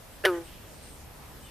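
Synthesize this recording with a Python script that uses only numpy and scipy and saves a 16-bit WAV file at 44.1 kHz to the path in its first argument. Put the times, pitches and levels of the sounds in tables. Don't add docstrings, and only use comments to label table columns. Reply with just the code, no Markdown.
import sys
import numpy as np
from scipy import signal
from scipy.fft import rfft, irfft
from scipy.io import wavfile

SR = 44100
rng = np.random.default_rng(int(sys.argv[2]) if len(sys.argv) > 2 else 0)


def generate_wav(signal):
    frames = np.transpose(np.atleast_2d(signal))
    scaled = np.clip(frames, -1, 1) * 32767
    pcm = np.round(scaled).astype(np.int16)
    wavfile.write(sys.argv[1], SR, pcm)


N = 66150
T = np.arange(N) / SR

# frequency in Hz, relative density in dB.
AIR_SPECTRUM = [(20, -7.5), (32, -4.5), (65, -4.5), (100, -6.5), (160, -9), (250, -14), (550, -15),
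                (1100, -19), (2000, -23.5), (3200, -25), (5000, -27.5), (7500, -28), (10000, -28.5),
                (14000, -28)]
# frequency in Hz, correlation from 0 to 1.
AIR_COHERENCE = [(30, 0.75), (70, 0.91), (180, 0.64), (500, 0.58), (2000, 0.35), (8000, 0.18),
                 (13000, 0.15)]
# time in seconds, gain in dB.
AIR_GAIN = [(0, -2), (.3, 0), (.6, -0.5), (1.5, -0.5)]
# frequency in Hz, width in Hz, level in dB.
HUM_BANDS = [(69.7, 14, -56), (141.1, 12, -62.5)]
# middle and half length in seconds, frequency and width in Hz, level in dB.
BIRD_NOTES = [(.15, .025, 8000, 500, -65), (0.462, .02, 8420, 600, -58), (.76, 0.028, 8570, 500, -63.5),
              (.865, .05, 8620, 480, -57), (0.938, 0.023, 8300, 500, -59.5), (1.448, 0.033, 8300, 550, -60),
              (1.47, 0.044, 8960, 400, -66), (.485, 0.015, 2890, 810, -55.5),
              (0.542, 0.022, 3030, 900, -58), (0.645, 0.12, 2963, 810, -65.5),
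              (1.442, 0.026, 3030, 160, -57.5), (1.473, 0.024, 3510, 300, -59.5),
              (1.49, 0.02, 2810, 550, -59)]
# frequency and width in Hz, gain in dB.
OPENING_MODES = [(419, 170, -2.5), (597, 320, -7.5), (774, 103, -16), (1310, 300, -11.5), (1694, 250, 0),
                 (2720, 350, -9)]
SLAP_MODES = [(530, 270, -1), (767, 50, -21), (930, 300, -8), (1700, 120, -11), (1880, 380, 0),
              (2180, 350, -7), (3070, 280, -3), (3560, 700, -11.5), (4910, 800, -12), (5860, 900, -15)]
# frequency in Hz, relative density in dB.
RASP_SPECTRUM = [(300, -24), (600, 9.5), (2000, 10.5), (3200, 8), (5500, -4), (7500, -11.5), (10300, 2),
                 (12000, -5.5), (14000, -9)]
SIZZLE_SPECTRUM = [(1000, 1), (4500, -1), (7500, -12.5), (10000, -2.5), (13500, -2)]
# time in seconds, frequency in Hz.
PITCH_GLIDE = [(.26, 189.6), (.275, 191.6), (.292, 182.8), (.31, 176.7), (.345, 172), (.395, 168.3),
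               (.46, 165.2)]
# slack gain in dB, extra when tight in dB, fade in dB/s.
SAC_PARTIALS = [(3, -2.5, 121), (-13, 4, 52), (-23.5, 17, 70), (-16.5, 0.5, 92), (-21, -21, 105),
                (-28, 13, 112), (-38, 0, 100), (-26, 4, 90), (-27, 0, 90)]
# tight frequency, slack frequency and width in Hz, gain in dB, fade in dB/s.
THROAT_FORMANTS = [(1800, 1140, 268, -0.5, 282), (2600, 2170, 500, -14, 482), (3150, 2560, 660, -15.5, 520),
                   (4900, 4150, 1300, -37, 452)]


def from_db(db):
    return 10 ** (np.asarray(db) / 20)


def unit_power(x):
    return x / np.sqrt(np.mean(x ** 2) + 1e-20)


def at_hz(table, hz):
    rows = np.array(table)
    return np.interp(np.log(hz), np.log(rows[:, 0]), rows[:, 1])


def ramp(start_s, length_s):
    return np.clip((T - start_s) / length_s, 0, 1)


def drift(per_s):
    knots = rng.standard_normal(400)
    return np.interp(T * per_s, np.arange(len(knots)), knots)


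def resonate(x, hz, width):
    r = np.exp(-np.pi * width / SR)
    section = [(1 - r * r) / 2, 0, -(1 - r * r) / 2, 1, -2 * r * np.cos(2 * np.pi * hz / SR), r * r]
    return signal.sosfilt([section, section], x + 1e-18)


def narrow_noise(hz, width):
    return unit_power(resonate(rng.standard_normal(2 * N), hz, width)[N:])


def puff(spectrum, start_s, attack_s, db, fade_db_per_s):
    hz = np.maximum(np.arange(N // 2 + 1) * SR / N, 1)
    noise = unit_power(irfft(rfft(rng.standard_normal(N)) * from_db(at_hz(spectrum, hz)), N))
    return from_db(db - fade_db_per_s * np.maximum(T - start_s, 0)) * ramp(start_s, attack_s) * noise


def air(level_db=-47):
    edges = 15 * 2 ** np.arange(0, 10.1, .5)
    white = rng.standard_normal((2, 2, N + SR // 2))
    bands = 0
    for k, (low, high) in enumerate(zip(edges, edges[1:])):
        bandpass = signal.butter(2, [low, high], "band", fs=SR, output="sos")
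        mid, side = signal.sosfilt(bandpass, white[k % 2])[:, -N:]
        hz = np.sqrt(low * high)
        coherence = at_hz(AIR_COHERENCE, hz)
        stereo = np.sqrt(1 + coherence) * mid + np.sqrt(1 - coherence) * side * [[1], [-1]]
        flicker_db = (1.5 - 0.5 / (1 + (hz / 150) ** 2)) * drift(per_s=13.84)
        bands = bands + from_db(at_hz(AIR_SPECTRUM, hz) + flicker_db) * stereo
    return from_db(level_db + np.interp(T, *np.transpose(AIR_GAIN))) * unit_power(bands)


def hum():
    bands = sum(from_db(db) * narrow_noise(hz, width) for hz, width, db in HUM_BANDS)
    return bands * ramp(start_s=0.54, length_s=0.21)


def birds():
    return sum(from_db(db) * np.exp(-((T - middle) / half) ** 2 / 2) * narrow_noise(hz, width)
               for middle, half, hz, width, db in BIRD_NOTES)


def scatter(x, envelope, top_hz):
    lowpass = signal.butter(2, top_hz, fs=SR, output="sos")
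    paths = signal.sosfilt(lowpass, rng.standard_normal((3, N))) * envelope
    response = (paths[:2] + paths[2]) / np.sqrt(2 * np.sum(envelope ** 2))
    return signal.fftconvolve(x[None], response, axes=1)[:, :N]


def pond_echo(x, delay_s=0.0935, spread_s=0.036, reeds_t60_s=1):
    bank = scatter(x, np.exp(-((T - delay_s) / spread_s) ** 2), top_hz=3600)
    reeds = scatter(x, from_db(-60 * T / reeds_t60_s), top_hz=3500)
    return from_db(-24) * bank + from_db(-50) * reeds


def throat_pulses(modes, start_s, count, per_s, db, growth_db):
    k, pulses = np.arange(count), np.zeros(N)
    pulses[((start_s + k / per_s) * SR).astype(int)] = from_db(db + growth_db * k)
    ringing = 0
    for m, (hz, width, mode_db) in enumerate(modes):
        peak_correction = np.e * SR / (2 * np.pi * width)
        ringing = ringing + (-1) ** m * from_db(mode_db) * peak_correction * resonate(pulses, hz, width)
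    return ringing


def snap(start_s=.2513, rebound_s=.0021):
    slaps = sum(throat_pulses(SLAP_MODES, at_s, count=2, per_s=213, db=db, growth_db=1)
                for at_s, db in [(start_s, -17), (start_s + rebound_s, -23)])
    return slaps + puff(RASP_SPECTRUM, start_s=.2508, attack_s=0.0024, db=-19, fade_db_per_s=1097)


def sac_and_throat(hz, age, mellow_s=0.021, sac_lag_s=.0017, sag_s=0.028):
    response = np.zeros(hz.shape, complex)
    tension = np.exp(-age / mellow_s)
    for row, (db, tight_db, fade) in enumerate(SAC_PARTIALS):
        lag = np.exp(-2j * np.pi * hz[row] * sac_lag_s)
        response[row] = -from_db(db + tight_db * tension - fade * age) * lag
    power = abs(response) ** 2
    for tight_hz, slack_hz, width, db, fade in THROAT_FORMANTS:
        centre_hz = slack_hz + (tight_hz - slack_hz) * np.exp(-age / sag_s)
        resonance = from_db(db - fade * age) / (1 + 2j * (hz - centre_hz) / width) ** 2
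        response += resonance
        power += abs(resonance) ** 2
    return np.sqrt(power), np.angle(response)


def twang(start_s=.2574, attack_s=0.0073, stop_s=0.38, release_s=0.089, gain_db=-20.5):
    on = (T > start_s) & (T < stop_s + release_s)
    pitch = np.interp(T[on], *np.transpose(PITCH_GLIDE))
    phase = 2 * np.pi * np.cumsum(pitch) / SR
    harmonics = np.arange(2, 36)[:, None]
    hz = harmonics * pitch
    amplitude, shift = sac_and_throat(hz, age=T[on] - start_s)
    depth_db = 5.5 * np.minimum(hz / 2200, 1) ** 2
    flutter = from_db(depth_db * np.array([drift(per_s=130)[on] for _ in harmonics]))
    note, pulsing = np.zeros(N), np.ones(N)
    note[on] = (flutter * amplitude * np.cos(harmonics * phase + shift)).sum(axis=0)
    envelope = ramp(start_s, attack_s) * (1 - ramp(stop_s, release_s))
    sizzle = puff(SIZZLE_SPECTRUM, start_s=0.236, attack_s=0.025, db=-31, fade_db_per_s=250)
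    pulsing[on] += 0.31 * np.sin(phase)
    return from_db(gain_db) * note * envelope + sizzle * pulsing


def scene():
    opening = throat_pulses(OPENING_MODES, start_s=.2392, count=3, per_s=198, db=-28.5, growth_db=6)
    frog = opening + snap() + twang()
    return frog + pond_echo(frog) + birds() + air() + hum()


def record(dry, cutoff_hz=14000):
    return signal.sosfilt(signal.ellip(12, .1, 90, cutoff_hz, fs=SR, output="sos"), dry)


dry = scene()
out = record(dry)
generate_wav(out)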